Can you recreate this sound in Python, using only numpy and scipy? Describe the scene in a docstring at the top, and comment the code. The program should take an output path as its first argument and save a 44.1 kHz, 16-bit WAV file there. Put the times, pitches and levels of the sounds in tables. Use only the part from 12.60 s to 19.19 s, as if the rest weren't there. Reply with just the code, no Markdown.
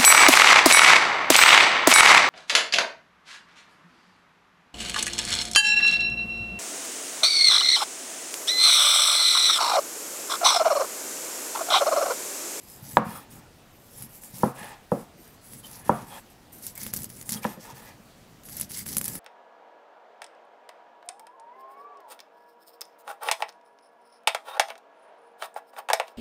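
"""A large knife saws through a cooked steak on a wooden board in a quiet kitchen.
From the first stroke the steel hisses in the wet meat, the edge rasps on the wood, and the pushing
hand makes the board rumble and thud. At 0.37 s the edge lands with a hard knock, then squeaks;
more knocks and squeaks follow. From 1.4 s fibres of the crust snap, thickest in two bouts of
harder sawing, at 4-4.8 s and, after a short rest, from 5.8 s to the end."""
import sys
import numpy as np
from scipy import signal
from scipy.io import wavfile
from scipy.ndimage import uniform_filter1d

SR = 44100
rng = np.random.default_rng(int(sys.argv[2]) if len(sys.argv) > 2 else 0)


def log_audio(samples):
    """Write samples as a 16-bit WAV file to the path given in sys.argv[1]."""
    # one column per channel
    frames = np.atleast_2d(samples).T
    # limit to full scale, then quantise
    limited = np.clip(frames, -1, 1)
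    pcm = np.round(limited * 32767).astype(np.int16)
    wavfile.write(sys.argv[1], SR, pcm)


N = 290688

# strokes of the knife: start_s, speed_up_s, slow_down_s, hiss_db, pitch_hz, dull_db, drag_db, push_db,
# peakedness (0.3 even, 2 pointed)
KNIFE_STROKES = [(0, 0.16, 0.055, -51.5, 10800, -62, -60, -54.5, 0.5),
                 (.208, 0.16, 0.0093, -44, 11300, -49.5, -55.5, -46, 0.7),
                 (.44, 0.055, 0.14, -50.5, 10500, -61, -44, -52, 0.79),
                 (.69, 0.044, 0.068, -52.5, 9750, -58, -53, -49, 1.1),
                 (1.12, .15, .05, -63, 11900, -72, -84, -71.5, 0.64),
                 (1.291, 0.12, 0.066, -46, 10600, -58, -59, -53.5, 1.3),
                 (1.485, .065, 0.053, -51.5, 10600, -63, -78, -69, 0.43),
                 (1.604, 0.027, 0.1, -46, 10900, -76, -58, -55, 1.2),
                 (1.714, 0.071, 0.14, -44, 11100, -49.5, -53.5, -44, 0.77),
                 (1.933, 0.069, 0.13, -50, 10700, -68, -41, -52.5, .8),
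                 (2.311, 0.0065, 0.13, -53.5, 11100, -59, -54, -55, 0.6),
                 (2.57, 0.032, 0.17, -65.5, 9300, -60, -66, -76, 0.48),
                 (2.809, 0.16, 0.049, -49.5, 10700, -58.5, -87, -53.5, 0.77),
                 (3.028, 0.066, 0.13, -49, 10600, -55.5, -54, -56.5, 0.23),
                 (3.234, 0.029, 0.2, -50, 10600, -56, -48, -44.5, .8),
                 (3.445, 0.12, 0.16, -51.5, 9900, -63, -44, -58, 0.7),
                 (3.92, 0.014, 0.077, -52.5, 12900, -60, -75, -51, .4),
                 (4.0, 0.048, 0.099, -42.5, 10700, -49, -65, -49.5, 1.7),
                 (4.146, 0.081, 0.088, -44, 11200, -44.5, -56, -43.5, 0.69),
                 (4.327, 0.0057, .128, -39.5, 11400, -45.5, -55.5, -40, 1),
                 (4.487, 0.1, 0.046, -48.5, 10000, -56, -65, -48, 0.21),
                 (4.65, 0.048, 0.031, -42.5, 9500, -64, -59, -44, .7),
                 (4.707, 0.016, 0.081, -38, 9800, -41, -45, -38, 1.2),
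                 (4.813, 0.018, 0.13, -51.5, 9500, -47.5, -40, -58, 1.3),
                 (4.994, 0.041, 0.093, -54, 11400, -51.5, -47, -47.5, 0.65),
                 (5.134, 0.043, 0.16, -55, 11200, -57, -48, -56, 0.93),
                 (5.832, .17, 0.06, -45.5, 11200, -47.5, -65, -48, 1),
                 (6.09, 0.1, 0.039, -38.5, 10400, -42.5, -61.5, -48.5, 0.37),
                 (6.253, 0.015, .14, -38, 10700, -42.5, -55, -42, 0.78),
                 (6.39, 0.1, 0.11, -39, 10500, -53, -51, -44.5, 0.66)]
# modes of the wooden board, lowest first: pitch_hz, level_db, t60_s
BOARD_MODES = [(133.5, -17, 0.27), (176, -6.5, 0.089), (213, -2.5, 0.13), (359, -16.5, 0.1),
               (520, -16.5, 0.084), (592.4, -12.5, 0.067), (713, -13.5, 0.13), (815, -7, 0.05),
               (947, 4.5, 0.015), (962, -18, 0.067), (1080, -10.5, 0.031), (1120, -8, 0.017),
               (1480, -30, 0.052), (1603, -7.5, 0.028), (1660, -13, .05), (2400, -19, 0.0245)]
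# crust fibres breaking: start_s, level_db, brightest_hz, thump_db (relative to the level)
FIBRE_SNAPS = [(1.423, -23, 10600, -17.5), (1.636, -30, 11200, -14), (2.677, -40, 9100, -15),
               (2.934, -32.5, 10600, -7), (3.067, -31, 11700, -30), (3.701, -42, 9700, -10),
               (3.929, -35, 12300, -27), (4.0663, -17, 10600, -38), (4.1535, -28.5, 11000, -29),
               (4.177, -22, 11000, -35), (4.232, -16.5, 12200, -25), (4.2653, -18, 13900, -11),
               (4.337, -11, 11700, -16), (4.363, -15.5, 12100, -36), (4.4048, -35, 10300, -12),
               (4.4194, -23, 10600, -21), (4.4328, -23.5, 10600, -30), (4.4428, -21.5, 10600, -23),
               (4.501, -32, 10100, -11), (4.6127, -24.5, 6500, -18), (4.626, -31, 9000, -11),
               (4.6924, -12.5, 8750, -20), (4.6958, -21, 8700, -26), (4.721, -13, 10700, -32),
               (4.843, -31, 3160, -20), (5.8346, -37, 5600, -25), (5.854, -35, 12200, -12),
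               (5.887, -33, 7600, -8), (5.8962, -28.5, 13600, -14), (5.9678, -19.5, 10900, -26),
               (5.998, -19.5, 12200, -15), (6.0117, -17.5, 12200, -15.5), (6.03, -26.5, 10700, -13),
               (6.1097, -30, 10640, -5.5), (6.225, -38, 9500, -12), (6.264, -24, 12300, -8),
               (6.33, -29, 10800, -24), (6.3682, -8.5, 10600, -15), (6.3754, -27, 10900, -18),
               (6.3823, -13.5, 10600, -34), (6.413, -15.5, 10600, -9.5), (6.4426, -15.5, 10500, -43),
               (6.4546, -17, 10700, -33), (6.4803, -11.5, 10500, -22), (6.554, -17.5, 12400, -16)]


def from_db(db):
    """Decibels to gain."""
    return 10 ** (np.asarray(db) / 20)


def rms_one(x):
    """Scale to rms 1."""
    return x / np.sqrt(np.mean(x ** 2) + 1e-20)


def band(x, low_hz, high_hz):
    """Butterworth band-pass."""
    edges_hz = [low_hz, min(high_hz, .45 * SR)]
    return signal.sosfilt(signal.butter(2, edges_hz, "band", fs=SR, output="sos"), x)


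def drift(rate_hz):
    """Smooth random wander of rms 1."""
    r = np.exp(-80 * np.pi * rate_hz / SR)
    slow = signal.lfilter([1], [1, -2 * r, r * r], rng.standard_normal(N // 40 + 2002))[2000:]
    return np.interp(np.arange(N) / 40, np.arange(len(slow)), rms_one(slow))


def ring(x, hz, t60):
    """One mode: a unit click starts a decaying sine of height 1."""
    r, w = from_db(-60 / (t60 * SR)), 2 * np.pi * hz / SR
    return signal.lfilter([0, np.sin(w)], [1, -2 * r * np.cos(w), r * r], x + 1e-18)


def resonance(x, hz, width_hz):
    """Two-pole peak of gain 1."""
    r, w = np.exp(-np.pi * width_hz / SR), 2 * np.pi * hz / SR
    return signal.lfilter([(1 - r * r) / 2, 0, (r * r - 1) / 2], [1, -2 * r * np.cos(w), r * r], x)


def linger(power, seconds):
    """One-pole smoothing that gives an envelope a tail."""
    keep = np.exp(-1 / (seconds * SR))
    return signal.lfilter([1 - keep], [1, -keep], power)


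def friction(slips_per_s, spread_db, smooth):
    """Tiny stick-slip clicks over a smooth rub, as two independent streams."""
    sizes = from_db(spread_db * np.minimum(rng.exponential(1, (2, N)), 5))
    signs = rng.choice([-1, 1], (2, N))
    slips = sizes * signs * (rng.random((2, N)) < slips_per_s / SR)
    return rms_one(slips) + smooth * rng.standard_normal((2, N))


def room_tone(level_db=-55, flicker_db=1.5):
    """Room and preamp noise in third-octave bands, each flickering on its own."""
    # noise floor: frequency_hz, density_db
    spectrum = [(15, -31), (25, 1.5), (170, -6), (222, -3.5), (291, -5), (403, -6.5), (637, -5),
                (834, -8.5), (929, -10), (15800, -25.5)]
    hz, db = np.transpose(spectrum)
    edges = np.geomspace(hz[0], hz[-1], round(3 * np.log2(hz[-1] / hz[0])) + 1)
    out, noise = np.zeros(N), rng.standard_normal((2, N))
    for k, (low, high) in enumerate(zip(edges, edges[1:])):
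        band_db = np.interp(np.log(low * high) / 2, np.log(hz), db)
        out += from_db(band_db + flicker_db * drift(8.1)) * band(noise[k % 2], low, high)
    return from_db(level_db) * rms_one(out)


def sawing_motion():
    """Hiss, drag and push swell with each stroke's speed; the loudest stroke leads the pitch."""
    cut_s = 3.598   # the sawing sound cuts off abruptly here, at an edit
    resting_drag_db, resting_push_db = -79.5, -59.5   # hand and blade never lie quite still
    powers = np.full((5, N), 1e-12)
    for start, up, down, hiss_db, hz, dull_db, drag_db, push_db, peakedness in KNIFE_STROKES:
        end = start + up + down
        heard_until = min(end, cut_s) if start < cut_s else end
        span = np.arange(max(round(start * SR), 0), min(round(heard_until * SR), N))
        progress = np.interp(span / SR, [start, start + up, end], [0, .5, 1])
        speed = np.abs(np.sin(np.pi * progress))
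        heights = from_db(2 * np.array([hiss_db, hiss_db, dull_db, drag_db, push_db]))
        heights[1] *= hz   # pitch weighted by hiss power
        powers[:, span] += heights[:, None] * speed ** (2 * peakedness)
    hiss, weighted_pitch, dull = linger(powers[:3], seconds=0.004)
    sings_hz = weighted_pitch / hiss
    tears = tearing_power()
    hiss += tears
    dull += from_db(2 * -8) * tears   # the dull part of a tear is 8 dB softer
    drag = linger(powers[3], seconds=0.024)   # the wood rings on after the edge slows
    drag[round(cut_s * SR):round((cut_s + .3) * SR)] = 0
    drag += from_db(2 * resting_drag_db)
    push = linger(powers[4], seconds=0.043) + from_db(2 * resting_push_db)
    hiss_db, dull_db, drag_db, push_db = 10 * np.log10([hiss, dull, drag, push])
    return hiss_db, sings_hz, dull_db, drag_db, push_db


def blade(x, sings_hz, boost_db=11.5):
    """Broad steel resonances over a flat rustle; those near the free length's pitch sing out."""
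    # resonances of the steel: pitch_hz, width_hz, level_db
    steel_modes = [(7730, 550, -7.5), (8400, 196, -16), (9500, 200, -11), (10600, 730, -8),
                   (12050, 290, -5), (13100, 370, -30), (15400, 320, -40)]
    out = .27 * band(x, 6500, 17000)
    for hz, width, db in steel_modes:
        near_db = boost_db * np.exp(-((hz - sings_hz) / 900) ** 2)
        out += from_db(db + near_db + 4.5 * drift(16)) * resonance(x, hz, width)
    return out


def slicing(hiss_db, sings_hz, dull_db):
    """Steel rubs through wet meat; its lower modes come and go as the meat's grip shifts."""
    # lower resonances of blade and meat: pitch_hz, width_hz, level_db
    dull_modes = [(2170, 260, 12), (3250, 2200, 4), (4630, 100, 6.5), (4960, 80, 7), (5830, 2100, 16),
                  (6900, 270, -10)]
    rub = friction(slips_per_s=2500, spread_db=4.5, smooth=0.96)[0] * from_db(1.2 * drift(35))
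    steel = blade(rub, sings_hz)
    steel /= np.sqrt(uniform_filter1d(steel ** 2, size=4000) + 1e-12)   # hiss_db sets the slow level
    dull = .35 * band(rub, 1800, 7500)
    for hz, width, db in dull_modes:
        dull += from_db(db + 4 * drift(12)) * resonance(rub, hz, width)
    return from_db(hiss_db) * steel + from_db(dull_db) * rms_one(dull)


def wet_edge(hiss_db, flicker_db=6.5, pitch_spread=0.051):
    """Narrow high resonances of the wet edge, shifted in pitch and strength with every stroke."""
    # resonances of the edge: pitch_hz, width_hz, level_db
    edge_modes = [(5180, 260, -5), (6550, 230, -10.5), (7100, 180, -7), (7750, 100, -7), (8480, 380, -2),
                  (10100, 240, -4), (10700, 240, -9), (11900, 120, 4.5), (14000, 360, -0.5),
                  (15500, 89, -6)]
    out = np.zeros(N)
    rub = rng.standard_normal(N) * from_db(2.6 * drift(15))
    starts = [max(round(stroke[0] * SR), 0) for stroke in KNIFE_STROKES] + [N]
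    for start, end in zip(starts, starts[1:]):
        for hz, width, db in edge_modes:
            detune, strength = rng.standard_normal(2)
            pitch_hz = min(hz * (1 + pitch_spread * detune), 15600)
            gain = from_db(db + flicker_db * np.tanh(strength))
            out[start:end] += gain * resonance(rub[start:end], pitch_hz, width)
    level_db = -27.5 + 0.51 * hiss_db   # half follows the hiss, so stands out in gentle strokes
    return from_db(level_db) * (hiss_db > -100) * rms_one(out)


def drag_and_rumble(drag_db, push_db):
    """The dragging edge rasps in the wood; the pushing hand stirs the low board modes."""
    # resonances of the edge on wet wood: pitch_hz, width_hz, level_db
    rasp_modes = [(554, 71, 1.5), (850, 160, 7), (1225, 61, -4.5), (1688, 120, 0.5), (2400, 120, -7),
                  (3250, 96, -12)]
    edge, hand = friction(slips_per_s=900, spread_db=0, smooth=0.73)
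    rasp = .17 * band(edge, 400, 2200)
    for hz, width, db in rasp_modes:
        rasp += from_db(db + 3 * drift(7)) * resonance(edge, hz, width)
    rumble = sum(from_db(db + 3.1 * drift(0.8)) * ring(hand, hz, 0.13 * t60) / hz ** 2.2
                 for hz, db, t60 in BOARD_MODES[:4])
    rumble = signal.sosfilt(signal.butter(2, 85, "high", fs=SR, output="sos"), rumble)
    return from_db(drag_db) * rms_one(rasp) + from_db(push_db) * rms_one(rumble)


def thuds(trim_db=-1, reach_hz=39.5):
    """A soft contact rings the lowest board modes, most of all those near its own pitch."""
    # hand and blade pressing into the board: start_s, level_db, pitch_hz
    presses = [(0.223, -34, 143), (0.251, -39, 125), (0.332, -32, 124), (0.428, -30, 205),
               (0.464, -25, 196), (0.486, -29.5, 203), (0.749, -41, 115), (1.361, -41, 134),
               (1.398, -36, 125), (1.437, -40, 215), (1.737, -35, 160), (2.013, -38, 196),
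               (2.892, -43, 127), (2.949, -47, 170), (3.425, -35, 180), (4.37, -32, 161), (4.404, -34, 137),
               (4.718, -28.5, 212), (4.754, -26.5, 213), (5.127, -38.5, 137), (5.336, -42, 106),
               (5.398, -46.5, 195), (6.222, -34.5, 228), (6.298, -48, 175)]
    start_s, db, pitch_hz = np.transpose(presses)
    out = np.zeros(N)
    for hz, _, t60 in BOARD_MODES[:3]:
        nearness = np.exp(-((hz - pitch_hz) / reach_hz) ** 2)
        clicks = np.zeros(N)
        clicks[(start_s * SR).astype(int)] = from_db(db + trim_db) * nearness
        out += ring(clicks, hz, min(t60, .12))
    return band(out, 90, 250)


def knocks(rebound_s=0.002182, low_lag_s=0.0046, tail_db=-21.5):
    """The landing edge kicks every board mode; where it lands sets the balance from low to high."""
    # the edge hits the board: start_s, level_db, lowest_db, low_db, middle_db, upper_db,
    # contact_ms, crack_db, rebound_db
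    landings = [(0.3703, -2, -11.5, -17.5, -4.5, -1, 0.58, -16, -22),
                (1.8335, -5.5, -4, -9, 0.5, -5.5, 0.92, -50, 0),
                (2.3185, -11.5, -4, -3, 6.5, -7, 0.9, -36, -5),
                (3.2943, -8, -3.5, -12, 3.5, 1, 0.92, -50, -2),
                (4.844, -35, -18, -16, -36, 2, 0.36, -21, 0), (4.8500, -24, 1.5, 2, 5, 1.5, 0.48, -55, 1),
                (4.973, -39.5, 4, 0, 8, -23, 0.56, -63, -3)]
    # table and walls answering a knock: pitch_hz, width_hz, level_db, t60_s
    tail_bands = [(175, 60, 1, 0.29), (215, 84, 13, 0.23), (373, 38, -8, 0.2), (509, 89, 4.5, 0.21),
                  (740, 140, -4, 0.36), (934, 34, -12.5, 0.5), (1083, 380, -1.5, 0.38),
                  (1720, 160, -19, 0.075), (2400, 230, -19.5, 0.048)]
    out, length = np.zeros(N), round(.7 * SR)
    t = np.arange(length) / SR
    balance_log_hz = np.log([175, 226, 570, 940])
    for start_s, level_db, *balance_db, contact_ms, crack_db, rebound_db in landings:
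        push = np.sin(np.pi * np.clip(1000 * t / contact_ms, 0, 1)) ** 2
        kick = np.diff(push / push.sum(), prepend=0)   # the air follows the board's speed
        bounced = kick + from_db(rebound_db) * np.roll(kick, round(rebound_s * SR))
        late = np.roll(kick, round(low_lag_s * SR))   # slow bending waves arrive later, as one push
        share_db = lambda hz: level_db + np.interp(np.log(hz), balance_log_hz, balance_db)
        hit = from_db(crack_db) * ring(t == 0, hz=3000, t60=0.0023)   # steel bites wood
        for hz, db, t60 in BOARD_MODES:
            mode = ring(late if hz < 450 else bounced, hz, t60) * SR / (2 * np.pi * hz)
            hit -= from_db(share_db(hz) + db) * mode
        attack = 1 - np.exp(-t / 0.00097)
        for hz, width, db, t60 in tail_bands:
            decay = from_db(share_db(hz) + db + tail_db - 60 * t / t60)
            wash = resonance(resonance(rng.standard_normal(length), hz, width), hz, 2 * width)
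            hit += attack * decay * rms_one(wash)
        at = round(start_s * SR)
        out[at:at + length] += hit
    return out


def squeaks():
    """Friction noise catches for a moment in one narrow resonance, with a broader scrape around it."""
    # brief squeaks of the edge: start_s, length_s, pitch_hz, level_db
    catches = [(0.525, 0.085, 1220, -47), (2.586, 0.052, 320, -55), (3.03, 0.047, 3090, -49),
               (3.49, 0.088, 3300, -54.5), (4.764, 0.02, 3250, -46.5), (4.832, 0.0089, 2400, -41),
               (5.07, 0.054, 930, -48.5), (5.254, 0.089, 2000, -58)]
    out, noise = np.zeros(N), rng.standard_normal(N)
    for start_s, length_s, hz, db in catches:
        at, size = round(start_s * SR), round(length_s * SR)
        tone = resonance(resonance(noise[at - 2000:at + size], hz, 92), hz, 320)[2000:]
        scrape = band(noise[at:at + size], 0.93 * hz, 1.22 * hz)
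        swell = from_db(db) * np.sqrt(np.hanning(size))
        out[at:at + size] += swell * (rms_one(tone) + 0.5 * rms_one(scrape))
    return out


def snaps(sings_hz, decay_s=0.001):
    """A breaking fibre is a ragged noise burst that rings the blade and thumps into the board."""
    bursts, kicks = np.zeros(N), np.zeros(N)
    t = np.arange(SR // 40) / SR
    shape = (len(FIBRE_SNAPS), len(t))
    ragged = rng.standard_normal(shape) * rng.exponential(1, shape) ** 0.25
    for (start_s, level_db, hz, thump_db), noise in zip(FIBRE_SNAPS, ragged):
        burst = noise * np.sqrt(t) * np.exp(-t / decay_s)
        burst = 0.54 * band(burst, 1700, 20000) + band(burst, 0.6 * hz, 1.46 * hz)
        at = round(start_s * SR)
        bursts[at:at + len(t)] += (from_db(level_db) * burst / np.abs(burst).max())[:N - at]
        kicks[at] += from_db(level_db + thump_db)
    thumps = 12 * band(kicks, 73, 3000)
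    wood = sum(from_db(db - 7.5) * ring(kicks, hz, t60) for hz, db, t60 in BOARD_MODES[:6])
    return 0.49 * bursts + 0.8 * blade(bursts, sings_hz) + thumps + wood


def tearing_power(trim_db=-18.5, rise_s=0.0012, fade_s=0.0058):
    """Power envelope of the short tearing hiss that each snap leaves behind."""
    start_s, level_db = np.transpose(FIBRE_SNAPS)[:2]
    kicks = np.zeros(N)
    kicks[(start_s * SR).astype(int)] = from_db(2 * (level_db + trim_db)) * fade_s * SR
    return linger(linger(kicks, fade_s), rise_s)


def scene():
    """Knife, meat and board over the room tone, in mono."""
    hiss_db, sings_hz, dull_db, drag_db, push_db = sawing_motion()
    room = room_tone()
    board = knocks() + thuds() + drag_and_rumble(drag_db, push_db)
    knife = slicing(hiss_db, sings_hz, dull_db) + wet_edge(hiss_db) + snaps(sings_hz) + squeaks()
    return (knife + board + room)[None]


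def record(dry):
    """Clip at full scale, then cut the top with two steep low-passes."""
    top_cut = signal.cheby2(8, 45, 17000, fs=SR, output="sos")
    steep_edge = signal.ellip(8, .3, 22, 15750, fs=SR, output="sos")
    return signal.sosfilt(steep_edge, signal.sosfilt(top_cut, np.clip(dry, -1, 1)))


dry = scene()
out = record(dry)
log_audio(out)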